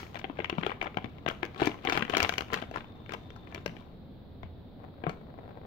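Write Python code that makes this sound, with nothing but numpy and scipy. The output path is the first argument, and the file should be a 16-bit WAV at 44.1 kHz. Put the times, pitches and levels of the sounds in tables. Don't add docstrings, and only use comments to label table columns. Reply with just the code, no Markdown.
import sys
import numpy as np
from scipy import signal
from scipy.fft import rfft, irfft, next_fast_len
from scipy.io import wavfile

SR = 44100
rng = np.random.default_rng(int(sys.argv[2]) if len(sys.argv) > 2 else 0)


def put_to_file(sound):
    columns = np.atleast_2d(sound).T
    safe = np.clip(columns, -1, 1)
    whole_steps = np.round(safe * 32767)
    wavfile.write(sys.argv[1], SR, whole_steps.astype(np.int16))


N = 249606
LEAD = 4096
SIZE = next_fast_len(N + 10 * LEAD)
EDGE_HZ = 15900

# f/Hz, level/dB
TREBLE = [(2500, -28), (4200, 1), (6200, -3.5), (8800, -20), (15000, -16)]
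# f/Hz, level/dB
SHEET = [(40, -11.5), (250, 0.5), (750, -4), (1200, -5), (4000, -59.5)]


def amp(db):
    return 10 ** (np.asarray(db) / 20)


def unit(x):
    return x / np.sqrt(np.mean(x ** 2) + 1e-20)


def read(points, hz):
    f, value = np.transpose(sorted(points))
    return np.interp(np.log(hz + 1), np.log(f + 1), value)


def add(mix, s, sound):
    part = mix[..., LEAD + round(s * SR):][..., :sound.shape[-1]]
    part += sound[..., :part.shape[-1]]


def colour(x, points, size=2048):
    log_gain = np.log(amp(read(points, abs(np.fft.fftfreq(size, 1 / SR)))))
    spectrum = np.exp(np.conj(signal.hilbert(log_gain)))
    taps = np.fft.ifft(spectrum).real[:size // 2]
    return signal.oaconvolve(x, np.array(taps, ndmin=x.ndim), axes=-1)[..., :x.shape[-1]]


def pair(x, likeness):
    first, other = x
    c = np.clip(likeness, 0, 1)
    return np.array([first, c * first + np.sqrt(1 - c ** 2) * other])


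def diffuse(x):
    # f/Hz, coherence/(0-1)
    port_likeness = [(100, 0.88), (500, 0.65), (2000, 0.18)]
    size = x.shape[-1]
    hz = np.fft.rfftfreq(size, 1 / SR)
    return irfft(pair(rfft(x), read(port_likeness, hz)), size)


def room_tone(hum_hz=83, hum_db=-58, whine_hz=3591, whine_db=-68):
    # f/Hz, level/dB
    rumble_spectrum = [(20, -11.5), (90, -3.5), (240, -6.5), (330, -13.5), (700, -19), (1100, -30),
                       (2800, -41), (3700, -32), (4500, -40.5), (5800, -62.5), (8800, -69.5), (14000, -51)]
    rumble_db = -48.5
    hz, t = np.fft.rfftfreq(SIZE, 1 / SR), (np.arange(SIZE) - LEAD) / SR

    def noise(gain):
        white = rng.standard_normal((2, SIZE))
        return unit(diffuse(irfft(rfft(white) * gain, SIZE)))

    def line(centre_hz, width_hz):
        return noise(1 / (1 + ((hz - centre_hz) / width_hz) ** 2))

    whine = line(whine_hz, 49) * np.interp(t, [2.2, 2.45, 3.5, 3.75], [0, 1, 1, 0])
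    rumble = amp(rumble_db) * noise(amp(read(rumble_spectrum, hz)))
    hum = amp(hum_db) * line(hum_hz, 1.6)
    return rumble + hum + amp(whine_db) * whine


def kitchen(x, early_db=-15, tail_db=-13, early_s=0.0021):
    # f/Hz, T60/s
    decay_times = [(300, 0.43), (4000, 0.34), (14000, 0.58)]
    t = np.arange(8 * LEAD) / SR
    signs = np.sign(rng.standard_normal((2, len(t))))
    taps = signs * (rng.random((2, len(t))) < 3000 / SR) * (t > .002)
    early = taps * np.exp(-t / early_s)
    hz, age, z = signal.stft(taps, SR)
    decay = amp(-60 * age / read(decay_times, hz)[:, None])
    tail = signal.istft(z * decay, SR)[1][:, :len(t)]
    response = sum(amp(db) * h / np.linalg.norm(h, axis=1, keepdims=True)
                   for h, db in ((early, early_db), (tail, tail_db)))
    return signal.fftconvolve(x[None], diffuse(response), axes=1)[:, :SIZE]


def rotating_room(x, turn_hz=3.7, count=4):
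    turns = turn_hz * np.arange(SIZE) / SR
    return sum(kitchen(x * np.maximum(np.cos(2 * np.pi * (turns - k / count)), 0))
               for k in range(count))


def grains(per_s, spread_db, likeness):
    present = rng.random(SIZE) < per_s / SR
    size = amp(spread_db * np.minimum(rng.exponential(size=SIZE), 3))
    return pair(np.sign(rng.standard_normal((2, SIZE))), likeness) * present * size


def sized(x, db, count=240):
    return x * amp(db)[:, None] / np.sqrt(np.mean(x[..., :count] ** 2, -1, keepdims=True))


def blows(rows, rise_s, burst_s, tail_s, tail_db, cycles, crack_db, treble_db, panel_db, sheet_db,
          likeness):
    # f/Hz, level/dB
    crack_spectrum = [(500, -10.5), (1000, -10.5), (1600, 5.5), (1850, 2.5), (2250, 8), (2550, 3),
                      (2950, 4), (3500, -5), (4200, -18), (9000, -79)]
    s, level_db, bright_db, hz, swing_db = np.transpose(rows)
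    t = np.arange(LEAD // 2) / SR
    burst, rattle = np.exp(-(t / burst_s) ** 4), amp(tail_db) * np.exp(-t / tail_s)
    envelope = (1 - np.exp(-t / rise_s)) * (burst + rattle)
    noise = rng.standard_normal((len(s), 3, 2, len(t))).transpose(1, 2, 0, 3)
    slips, ticks, pushes = noise * envelope
    crack = sized(colour(pair(slips, likeness), crack_spectrum), level_db + crack_db)
    sharp = pair(ticks, likeness) * (0.366 + np.exp(-t / 0.00033))
    treble = sized(colour(sharp, TREBLE), level_db + bright_db + treble_db)
    sheet = sized(colour(pushes[0], SHEET), swing_db + sheet_db)
    turns = hz[:, None] * t
    swing = np.sin(2 * np.pi * turns) * (1 - np.exp(-turns / .5)) * np.exp(-turns / cycles)
    sounds = crack + treble + sheet + sized(swing, swing_db + panel_db)
    out = np.zeros((2, SIZE))
    for k, start in enumerate(s):
        add(out, start, sounds[:, k])
    return out


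def bumps(decay_s=0.0075):
    # t/s, f/Hz, level/dB
    low_bumps = [(0.574, 158, -32), (1.042, 114, -36), (2.226, 87, -29.5), (4.433, 89, -36),
                 (5.067, 162, -26)]
    t, out = np.arange(2 * LEAD) / SR, np.zeros(SIZE)
    envelope = np.e * t / decay_s * np.exp(-t / decay_s)
    for s, hz, db in low_bumps:
        add(out, s, amp(db) * envelope * np.sin(2 * np.pi * hz * t))
    return out


def lift():
    # t/s, rubbing level/dB
    grip = [(4.79, -61), (4.825, -44.5), (4.9, -57.5), (5.1, -57), (5.429, -49), (5.66, -50)]
    # f/Hz, level/dB
    scuff_spectrum = [(150, -4.5), (550, 11.5), (2200, -9), (7000, -43)]
    s, db = np.transpose(grip)
    effort = amp(np.interp((np.arange(SIZE) - LEAD) / SR, s, db, left=-120))
    return effort * unit(colour(grains(per_s=450, spread_db=7.5, likeness=0.44), scuff_spectrum))


def bowl():
    # t/s, click level/dB, treble level re click/dB, knock f/Hz, knock level/dB
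    knocks = [(4.431, -51, -17.5, 673, -38.5), (5.0373, -42.5, -46, 727, -28.5),
              (5.0659, -43.5, -44, 690, -23.5), (5.0938, -42.5, -6.5, 1330, -34)]
    return blows(knocks, rise_s=0.00062, burst_s=0.0026, tail_s=0.03, tail_db=-18.5, cycles=3.0,
                 crack_db=6.5, treble_db=0.0, panel_db=-2.5, sheet_db=-1.5, likeness=0.62)


def hand_effort():
    # t/s at full effort, hold/s, effort level/dB
    squeezes = [(-.02, 0.018, -43.5), (0.158, 0.013, -45.5), (0.382, .03, -49.5), (0.592, .11, -48),
                (.82, 0.023, -49), (1.28, 0.041, -50), (1.608, 0.058, -34), (1.888, 0.093, -34.5),
                (2.141, .11, -34.5), (2.536, 0.023, -35), (2.755, .015, -44), (3.119, .015, -50),
                (3.527, 0.042, -51.5), (3.782, 0.0072, -55.5)]
    holding_db, put_away_s, put_away_fade_s = -60, 3.83, 0.11
    build_s, slower_per_hold, relax_s = .016, .12, 0.033
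    t = (np.arange(SIZE) - LEAD) / SR
    effort = amp(holding_db) * np.exp(-np.maximum(t - put_away_s, 0) / put_away_fade_s)
    for s, hold, db in squeezes:
        before, after = np.maximum(s - t, 0), np.maximum(t - s - hold, 0)
        shape = np.exp(-before / (build_s + slower_per_hold * hold) - after / relax_s)
        effort = np.hypot(effort, amp(db) * shape)
    return effort


def buckles(per_s, low_hz, high_hz, cycles, count=24):
    t, out = np.arange(LEAD // 8) / SR, np.zeros((2, SIZE))
    for hz in np.geomspace(low_hz, high_hz, count):
        facet = np.sin(2 * np.pi * hz * t) * np.exp(-hz * t / cycles) * np.sqrt(hz)
        clicks = grains(per_s / count, spread_db=0.0, likeness=0.2)
        out += signal.oaconvolve(clicks, facet[None], axes=1)[:, :SIZE]
    return out


def rustle(effort, crackle_db=-3, fizz_db=-25, flex_db=-7):
    facets = buckles(per_s=750, low_hz=1000, high_hz=3730, cycles=2.2)
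    fizz = colour(grains(per_s=330, spread_db=6.5, likeness=0.36), TREBLE)
    flex = colour(grains(per_s=400, spread_db=4.0, likeness=1.0), SHEET)
    fine = effort * (amp(crackle_db) * unit(facets) + amp(fizz_db) * unit(fizz))
    return fine + amp(flex_db) * effort ** 0.83 * unit(flex)


def small_creases(effort, range_db=4, treble_range_db=12, octaves=1, count=170):
    full_per_s, yield_db, crack_db, growth = 48, -51, -44.5, 0.62
    treble_db, panel_db, typical_hz = -27, -1.5, 793
    strain = np.cumsum(np.minimum(effort / amp(yield_db), 1) ** 2) * full_per_s / SR
    wait, size, bright, tone, swing = rng.uniform(-0.92, 1, (count, 5)).T
    at = np.searchsorted(strain, np.arange(count) + .5 * (1 + wait))
    effort_db = 20 * np.log10(effort[np.minimum(at, SIZE - 1)] + 1e-12)
    db = crack_db + growth * (effort_db - yield_db)
    return np.transpose([(at - LEAD) / SR, db + range_db * size, treble_db + treble_range_db * bright,
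                         typical_hz * 2 ** (octaves * tone), db + panel_db + range_db * swing])


def settle(rows, wait_s=0.0099, drop_db=-10, spread_db=3, scatter=0.47):
    s, crack_db, bright_db, hz, panel_db = np.transpose(rows)
    late, size, tone, swing = rng.standard_normal((len(s), 4)).T
    return np.transpose([s + wait_s * np.exp(.5 * late), crack_db + drop_db + spread_db * size,
                         bright_db, hz * np.exp(scatter * tone),
                         panel_db + drop_db + spread_db * swing])


def scene(count=11):
    # t/s, crack level/dB, treble level re crack/dB, flipping panel f/Hz, panel level/dB
    snaps = [(-.03, -24, -6.5, 810, -44), (.155, -36, -23, 656, -38.5), (.19, -51.5, -1.5, 900, -58),
             (.242, -32, -45, 767, -32.5), (.297, -44, -42, 278, -34.5), (.39, -40, -43, 604, -30),
             (.402, -32.5, -44.5, 336, -34.5), (.444, -27, -26.5, 990, -38),
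             (.497, -26.5, -21.5, 1046, -31), (.526, -39, -35, 340, -32.5), (.582, -37.5, -50, 201, -26.5),
             (.6326, -28, -45, 305, -33), (.664, -27.5, -23, 374, -25), (.6944, -34.5, -39, 759, -31.5),
             (.717, -38, -47, 1090, -32.5), (.8136, -25.5, -36, 793, -31.5),
             (.827, -41.5, -11, 1168, -31.5), (.8577, -41, -32, 830, -31.5), (.868, -34.5, -35, 546, -32.5),
             (.9706, -28.5, -24, 770, -25.5), (1.043, -37, -22.5, 231, -34.5),
             (1.262, -29, -31, 681, -23.5), (1.28, -26.5, -34, 695.6, -36), (1.286, -31, -12, 1250, -27),
             (1.4296, -26, -25.5, 352, -28.5), (1.4507, -37.5, -14, 520, -39.5),
             (1.6176, -34, -21, 345, -21), (1.657, -35.5, -5, 397, -39), (1.672, -26.5, -15, 295, -23.5),
             (1.85, -32.5, -15, 758.3, -29.5), (1.872, -23.5, -46, 1087, -34.5),
             (1.897, -23.5, -15.5, 926, -34), (1.9225, -25, -18, 720, -27),
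             (1.974, -23.5, -16.5, 1190, -24.5), (2.0225, -23, -25, 223, -32),
             (2.097, -29.5, -16.5, 440, -32.5), (2.1366, -26.5, -30, 684, -25.5),
             (2.149, -22.5, -31, 1254, -35), (2.169, -23, -7.5, 1160, -20.5),
             (2.202, -19.5, -17, 730, -28.5), (2.228, -26, -3.5, 1190, -25.5), (2.2465, -24, -40, 830, -29),
             (2.292, -22, -14.5, 705, -28), (2.3376, -31.5, -16, 755, -36), (2.3806, -24, -12, 1280, -29.5),
             (2.407, -32, -12, 1317, -31.5), (2.532, -29, -12, 1173, -31), (2.541, -24, -16, 1438, -39),
             (2.623, -38, -20, 660, -33.5), (2.712, -48, -12, 640, -40), (2.7595, -40, -12.5, 1390, -29.5),
             (3.093, -38, -22, 524, -45), (3.1206, -38, -14, 1210, -37), (3.136, -36, -12.5, 609, -34.5),
             (3.362, -61.5, -1, 1320, -44.5), (3.546, -36, -12, 617.8, -41), (3.6605, -30, -12, 594, -29)]
    # f/Hz, level/dB
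    shade = [(150, -8.5), (1000, -9), (2300, -26.5), (4200, -0.5), (8000, -7), (13000, -3.5)]
    effort = hand_effort()
    background = room_tone()
    handling = rustle(effort) + bumps() + bowl() + lift()
    creases = np.vstack([snaps, settle(snaps), small_creases(effort)])
    pouch = blows(creases, rise_s=0.00028, burst_s=0.0032, tail_s=0.0049, tail_db=-46, cycles=2.0,
                  crack_db=1, treble_db=1.5, panel_db=0.5, sheet_db=0, likeness=0.13)
    left, right = pouch + handling
    direct = np.array([left, np.roll(colour(right, shade), count)])
    reflected = rotating_room(left) * amp([[0], [-3]])
    return (direct + reflected + background)[:, LEAD:LEAD + N]


def record(dry):
    low_pass = signal.firwin(511, EDGE_HZ, window=("kaiser", 9), fs=SR)
    return signal.oaconvolve(dry, low_pass[None], "same")


dry = scene()
out = record(dry)
put_to_file(out)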